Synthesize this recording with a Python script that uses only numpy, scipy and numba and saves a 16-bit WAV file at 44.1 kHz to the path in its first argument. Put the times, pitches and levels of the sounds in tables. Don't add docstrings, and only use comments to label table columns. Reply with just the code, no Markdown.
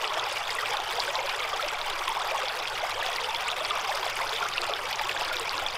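import sys
import numpy as np
from scipy import signal
from scipy.fft import rfft, irfft, next_fast_len
from scipy.io import wavfile
from scipy.ndimage import uniform_filter1d, map_coordinates
from numba import njit

SR = 44100
rng = np.random.default_rng(int(sys.argv[2]) if len(sys.argv) > 2 else 0)


def pcm_store(signal):
    levels = np.round(np.clip(np.atleast_2d(signal), -1, 1) * 32767)
    wavfile.write(sys.argv[1], SR, levels.astype(np.int16).T)


def natural_amplitude(level_db):
    exponent = np.asarray(level_db, float) / 20
    return 10 ** exponent


N = 254765

# (time [s], peak level [dB], pitch [Hz], decay to 1/e [cycles])
RISING_BUBBLES = [(0.104, -23.5, 917, 7.3), (0.171, -16.5, 596, 3.1), (0.625, -20.5, 1067, 11),
                  (0.651, -29, 694, 17), (0.981, -19, 652, 9.4), (1.534, -25.5, 499, 4.8),
                  (1.549, -25, 660, 8.9), (2.017, -16.5, 1000, 3.3), (2.109, -23, 763, 11),
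                  (2.168, -18, 796, 6), (2.204, -20.5, 1138, 13), (2.311, -25, 486, 9.1),
                  (2.348, -16.5, 807, 5.6), (2.385, -23.5, 574, 4.3), (2.828, -24, 605, 13),
                  (2.848, -17.5, 975, 3.1), (2.948, -31.5, 461, 25), (3.486, -15, 2480, 6.8),
                  (3.774, -19, 835, 3.3), (3.886, -21.5, 683, 12.4), (3.918, -22, 1570, 7.2),
                  (4.201, -21.5, 896, 6.3), (4.215, -21, 1910, 13), (4.226, -23, 774, 9.4),
                  (4.306, -22, 780, 5.3), (4.457, -20, 1245, 8.5), (4.625, -26.5, 1147, 14),
                  (5.217, -25, 1063, 7.1), (5.217, -20, 566, 1.8), (5.475, -22, 2200, 16)]
# (time [s], peak level [dB], pitch [Hz], decay [cycles])
HELD_BUBBLES = [(0.115, -28.5, 632, 18.5), (0.268, -22, 834, 8.6), (0.550, -21.5, 1123, 9.7),
                (0.798, -21, 740, 3.1), (1.082, -23.5, 579, 12), (1.182, -25.5, 541, 7.4),
                (1.242, -24, 567, 6.9), (1.530, -19.5, 1190, 7.2), (1.595, -18.5, 1364, 8),
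                (2.075, -20, 1073, 9.9), (2.092, -20.5, 911, 12), (2.419, -21, 1220, 5.5),
                (2.434, -21.5, 535, 4.3), (2.839, -25, 804, 7.5), (1.010, -24, 1156, 4.5),
                (3.086, -20.5, 716, 6.1), (3.285, -21.5, 896, 9), (3.339, -22.5, 940, 8.1),
                (3.477, -23, 1216, 8.9), (3.708, -17, 1250, 5.5), (3.759, -16, 1210, 3.9),
                (4.064, -16, 755, 2.2), (4.408, -21.5, 1127, 9.2), (4.426, -17, 1424, 9.2),
                (4.648, -25, 1140, 7), (4.693, -24.5, 580, 5.5), (4.994, -21, 1230, 7.5),
                (5.010, -18, 875, 5.2), (5.313, -19, 1450, 9), (5.396, -22, 1080, 6)]
# (time [s], peak level [dB], pitch [Hz], decay [cycles])
GULPS = [(0.317, -25.5, 555, 4.7), (0.930, -35, 443, 10), (1.630, -27, 564, 11), (1.659, -35, 306, 4),
         (1.72, -36.5, 428, 8), (1.93, -36, 314, 5), (3.225, -33.5, 476, 15), (3.609, -26, 612, 7),
         (3.75, -33.5, 497, 7.6), (3.992, -37, 383, 13), (4.17, -36.5, 378, 8), (4.264, -34, 298, 2.2),
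         (4.324, -31, 433, 9.8), (4.407, -36.5, 400, 11), (4.591, -36.5, 340, 8.7),
         (4.702, -28.5, 410, 8.8), (4.84, -31, 485, 6.7), (4.95, -38.5, 390, 6.3), (5.04, -35, 358, 6.4),
         (5.156, -39, 300, 6), (5.272, -35, 293, 2.6), (5.354, -33, 343, 6.7), (5.39, -36, 328, 6.6),
         (5.543, -36, 288, 10)]
# (time [s], peak level [dB], pitch [Hz], decay [cycles])
PLINKS = [(0.0437, -13, 2920, 4.9), (0.1964, -16, 3540, 3.6), (0.494, -14.5, 2130, 2.6),
          (0.585, -17.5, 1990, 12.5), (0.6584, -12, 2700, 2.9), (1.079, -14, 1620, 3.5),
          (1.1907, -17, 2310, 9), (1.345, -18, 1970, 3.2), (1.403, -20, 2300, 9.9), (3.479, -18, 2320, 5.4),
          (1.8144, -15, 2420, 1), (2.08, -13, 3460, 1.8), (2.3115, -17.5, 2560, 7), (2.6552, -15, 2600, 4),
          (2.6746, -21.5, 3370, 6), (3.026, -16.5, 1790, 6), (3.0636, -13, 3650, 1.8),
          (3.184, -17.5, 2230, 8.1), (3.5024, -15, 3640, 2.4), (3.5158, -17.5, 3740, 5.4),
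          (4.1188, -23, 2770, 6.5), (4.1903, -8.5, 1760, 0.6), (4.5803, -10, 2825, 7.1),
          (4.9944, -14, 1970, 2.7), (5.094, -12.5, 2790, 4.6), (5.1134, -23, 1910, 5.2),
          (5.1648, -16.5, 1730, 5.3), (5.2105, -17.5, 2850, 5.9), (5.3446, -17.5, 2580, 7),
          (5.6637, -17, 3550, 8)]
# (time [s], peak level [dB], pitch [Hz])
SNAPS = [(0.0773, -18, 4600), (0.2393, -23.5, 5200), (0.998, -15, 4540), (0.505, -19, 5040),
         (0.7695, -15.5, 4000), (1.0025, -9.5, 4680), (1.1548, -13, 4200), (1.295, -16.5, 4360),
         (1.8143, -17, 4260), (2.484, -17.5, 4570), (2.5897, -26, 5500), (3.1618, -17, 4800),
         (3.3473, -19, 4680), (3.649, -16, 4850), (3.707, -16.5, 3700), (3.9504, -21, 5240),
         (4.2765, -22, 4680), (4.294, -19, 4430), (4.3628, -21.5, 3830), (4.5369, -19, 4400),
         (4.5738, -21, 4860), (4.6177, -15, 4600), (4.7368, -12.5, 3570), (4.9291, -16.5, 4630),
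         (5.1751, -20.5, 3740), (5.2498, -18.5, 4470), (5.3678, -15, 4080), (5.494, -13.5, 4630),
         (5.5797, -16, 4400), (5.6862, -21, 4960)]
# (time [s], peak
# level [dB], pitch [Hz])
SPITS = [(0.3127, -24, 7200), (0.3265, -23, 10210), (0.5301, -26, 8040), (0.5518, -20, 9900),
         (0.708, -21, 6900), (1.0658, -32, 9100), (1.698, -30, 8240), (2.0912, -20, 10730),
         (2.2756, -28, 13040), (3.4824, -19, 8200), (3.6424, -25, 9400), (3.6649, -29, 8500),
         (3.8123, -24, 6700), (4.0557, -24.5, 8500), (4.1562, -21, 9400), (4.4873, -18, 7060),
         (4.6171, -26, 8550), (4.958, -19, 6450), (5.3972, -15, 8820), (0.925, -28, 9000),
         (4.8368, -33, 13000), (4.9117, -26, 13040), (3.678, -27, 10300), (1.398, -26, 6560)]
# (time [s], level [dB])
FLOW = [(0.0, -30.5), (0.37, -32), (0.71, -30.5), (1.24, -31), (2.01, -32), (2.23, -31), (2.66, -32),
        (3.07, -31), (3.43, -32.5), (3.83, -30.5), (4.95, -32), (5.07, -31), (5.78, -32)]
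# (pitch [Hz], level [dB])
SWARM_STRENGTH = [(300, -17.5), (500, -2), (900, 7), (1300, 6), (1800, -4), (2500, 4), (4000, -1),
                  (6000, -5), (9000, -10), (14000, -15)]
# (frequency [Hz], level [dB])
TICK_COLOUR = [(500, -33), (2000, 13), (4000, -9), (8000, -6.5), (15000, -9.5)]
# (frequency [Hz], level [dB])
TROUGH_COLOUR = [(120, -20.5), (250, -17.5), (360, -0.5), (2900, -2), (3450, 4.5), (4150, -1.5), (4900, 4),
                 (6000, 0.5)]
# (frequency [Hz], density [dB per Hz])
HISS_COLOUR = [(150, -49), (250, -46), (392, -13.5), (545, -4.5), (900, 0.5), (1210, 1), (1770, -8.5),
               (2250, -6), (3350, -8), (4130, -16.5), (4910, -15), (6590, -26.5), (13400, -35),
               (15700, -61)]
# (frequency [Hz], density [dB per Hz])
RUMBLE_COLOUR = [(10, -18), (25, -0.5), (36, -5), (58, -14.5), (95, -6), (150, -15), (250, -14.5),
                 (320, -17), (500, -120)]
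# (time [s], level [dB])
RIVER_SWELL = [
    (0.0, -62.5),
    (0.63, -64),
    (1.14, -62),
    (1.3, -63.5),
    (5.78, -59),
]
# (centre [Hz], width [Hz], level [dB])
DRONES = [
    (12.3, 9.5, -50),
    (121.5, 20, -65.5),
]

RISE_GLIDE, HELD_GLIDE, GULP_GLIDE, PLINK_GLIDE, SNAP_GLIDE = 0.26, -0.022, 0.0585, -0.06, -0.069
RISE_AT_HZ, RISE_FALLS = 805, 0.5
LARGE_SOFT, PLINK_SOFT, SNAP_SOFT = 0.21, 0.093, 0.29
SNAP_CYCLES, SNAP_AT_DB, SPIT_AT_DB = 3.4, -18, -26.5
LONGER_PER_DB = 0.5
GURGLE_DB, FIZZ_DB, FROTH_DB, SPRAY_DB, HISS_DB = -36.5, -36, -51.5, -46, -36.5
FIZZ_GROWS, SPRAY_GROWS = 0.73, 0.94
CLEAR_DB, RUMBLE_DB = -3, 5


def clear_bubbles():
    pitch = np.transpose(RISING_BUBBLES)[2]
    climb = RISE_GLIDE * (RISE_AT_HZ / pitch) ** RISE_FALLS
    large = kind(RISING_BUBBLES, climb, LARGE_SOFT)
    large = large + kind(HELD_BUBBLES, HELD_GLIDE, LARGE_SOFT)
    large = large + kind(GULPS, GULP_GLIDE, LARGE_SOFT)
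    middle = kind(PLINKS, PLINK_GLIDE, PLINK_SOFT)
    small = kind(SNAPS, SNAP_GLIDE, SNAP_SOFT, SNAP_AT_DB)
    small = small + kind(SPITS, SNAP_GLIDE, SNAP_SOFT, SPIT_AT_DB)
    return large + middle + small


def kind(rows, glide, softness, usual_db=None):
    s, db, hz, *listed = np.transpose(rows)
    if listed:
        life = listed[0]
    else:
        life = SNAP_CYCLES * natural_amplitude(LONGER_PER_DB * (usual_db - db))
    return ring(s, db, hz, life, glide + 0 * s, softness)


def ring(s, db, hz, life, glide, softness):
    crest = softness * np.log(1 + 1 / softness)
    top = (1 - np.exp(-crest / softness)) * np.exp(-crest)
    return rung(N, s * SR, natural_amplitude(db) / top, hz / SR, life, glide, softness * life)


@njit
def rung(length, start, size, cycle, life, glide, rise):
    out = np.zeros(length)
    for k in range(len(start)):
        first = int(start[k]) + 1
        last = min(length, first + int(5 * life[k] / cycle[k]))
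        for i in range(first, last):
            turns = (i - start[k]) * cycle[k]
            swell = (1 - np.exp(-turns / rise[k])) * np.exp(-turns / life[k])
            bend = 1 + glide[k] * min(turns / life[k], 6.) / 2
            out[i] += size[k] * swell * np.sin(2 * np.pi * turns * bend)
    return out


def swarm(low_hz, high_hz, count, spread_db, cycles, clumps_db, climb, tumble):
    u = rng.random((count, 6))
    s = moments(u[:, 0], clumps_db, tumble)
    hz = low_hz * (high_hz / low_hz) ** u[:, 1]
    db = along(SWARM_STRENGTH, hz) + spread_db * np.minimum(-np.log(1 - u[:, 2]), 2.4)
    life = cycles * 5 ** (u[:, 3] - 0.5)
    glide = -0.07 + climb * u[:, 4] ** 2
    softness = 0.095 + 0.46 * u[:, 5]
    return unit(ring(s, db, hz, life, glide, softness))


def spray(count, spread_db, clumps_db, tumble):
    u = rng.random((count, 2))
    size = natural_amplitude(spread_db * np.minimum(-np.log(1 - u[:, 1]), 3.2))
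    start = (moments(u[:, 0], clumps_db, tumble) * SR).astype(int)
    blows = np.bincount(start, size, N)[:N]
    burst = natural_amplitude(-60 * np.arange(256) / SR / 0.0028)
    ticks = signal.fftconvolve(blows, burst)[:N] * rng.standard_normal(N)
    return unit(filtered(ticks, lambda hz: causal(TICK_COLOUR, hz)))


def moments(chance, clumps_db, tumble):
    density = np.cumsum(natural_amplitude(clumps_db * tumble))
    return np.interp(chance, density / density[-1], np.arange(N) / SR)


def walls(x, t60, db):
    size = SR // 20
    t = np.arange(size) / SR
    pieces = np.pad(x, (0, -N % size)).reshape(-1, size)
    tails = rng.standard_normal(pieces.shape) * natural_amplitude(-60 * t / t60) * (t > 0.0012)
    tails = tails / np.linalg.norm(tails[0])
    echo = np.pad(signal.fftconvolve(pieces, tails, axes=1), ((0, 0), (0, 1)))
    echo = echo[:, :size].ravel() + np.roll(echo[:, size:].ravel(), size)
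    return filtered(x + natural_amplitude(db) * echo[:N], lambda hz: causal(TROUGH_COLOUR, hz))


def rush(spectrum, patchy_db):
    z = signal.stft(rng.standard_normal(N + 512), nperseg=256)[2]
    field = uniform_filter1d(rng.standard_normal(z.shape), size=5, axis=0)
    field = uniform_filter1d(field, size=5, axis=1)
    noise = signal.istft(z * natural_amplitude(patchy_db * unit(field)), nperseg=256)[1][:N]
    return unit(filtered(noise, lambda hz: natural_amplitude(along(spectrum, hz))))


def drone(centre, width):
    noise = rng.standard_normal(N)
    return unit(filtered(noise, lambda hz: 1 / (1 + (2 * (hz - centre) / width) ** 2)))


def river(rumble_db):
    drones = sum(natural_amplitude(db) * drone(centre, width) for centre, width, db in DRONES)
    return natural_amplitude(rumble_db) * rush(RUMBLE_COLOUR, patchy_db=-2.0) + drones


def unit(x):
    return x / np.sqrt(np.mean(x ** 2) + 1e-20)


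def along(points, hz):
    f, v = np.transpose(points)
    return np.interp(np.log(hz + 1), np.log(f + 1), v)


def curve(rows):
    return np.interp(np.arange(N) / SR, *np.transpose(rows))


def wobble(rate):
    knots = rng.standard_normal(int(N * rate / SR) + 4)
    return map_coordinates(knots, [np.arange(N) * rate / SR])


def filtered(x, response):
    m = next_fast_len(N + 8192)
    return irfft(rfft(x, m) * response(np.fft.rfftfreq(m, 1 / SR)), m)[:N]


def causal(points, hz):
    ceps = irfft(np.log(natural_amplitude(along(points, hz)) + 1e-6))
    half = len(ceps) // 2
    folded = np.r_[ceps[0], 2 * ceps[1:half], np.zeros(len(ceps) - half)]
    return np.exp(rfft(folded))


def scene():
    flow_db = curve(FLOW) - curve(FLOW).mean()
    tumble = wobble(130)
    gurgle = swarm(299.8, 1502.0, count=1800, spread_db=2.5, cycles=5.94, clumps_db=3, climb=0.308,
                   tumble=wobble(40))
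    fizz = swarm(1504, 6056, count=3800, spread_db=3.0, cycles=4.0, clumps_db=5.5, climb=0.137,
                 tumble=tumble)
    froth = swarm(5760, 15900, count=5000, spread_db=6.5, cycles=4.3, clumps_db=4, climb=0.197,
                  tumble=tumble)
    ticks = spray(count=2800, spread_db=6.5, clumps_db=4.5, tumble=tumble)
    near = natural_amplitude(CLEAR_DB) * clear_bubbles()
    near = near + natural_amplitude(GURGLE_DB + flow_db) * gurgle
    near = near + natural_amplitude(FIZZ_DB + FIZZ_GROWS * flow_db) * fizz
    near = near + natural_amplitude(SPRAY_GROWS * flow_db) * (natural_amplitude(FROTH_DB) * froth + natural_amplitude(SPRAY_DB) * ticks)
    hiss = natural_amplitude(HISS_DB + flow_db) * rush(HISS_COLOUR, patchy_db=2.0)
    far = river(curve(RIVER_SWELL) + RUMBLE_DB)
    return (walls(near, t60=0.044, db=-11.0) + hiss + far)[None]


def roll_off(x):
    return signal.sosfilt(signal.butter(12, 15810, fs=SR, output="sos"), x)


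def record(dry):
    faded = filtered(dry[0], lambda hz: np.clip((15800 - hz) / 650, 0, 1) ** 0.5)
    return roll_off(faded[None])


dry = scene()
out = record(dry)
pcm_store(out)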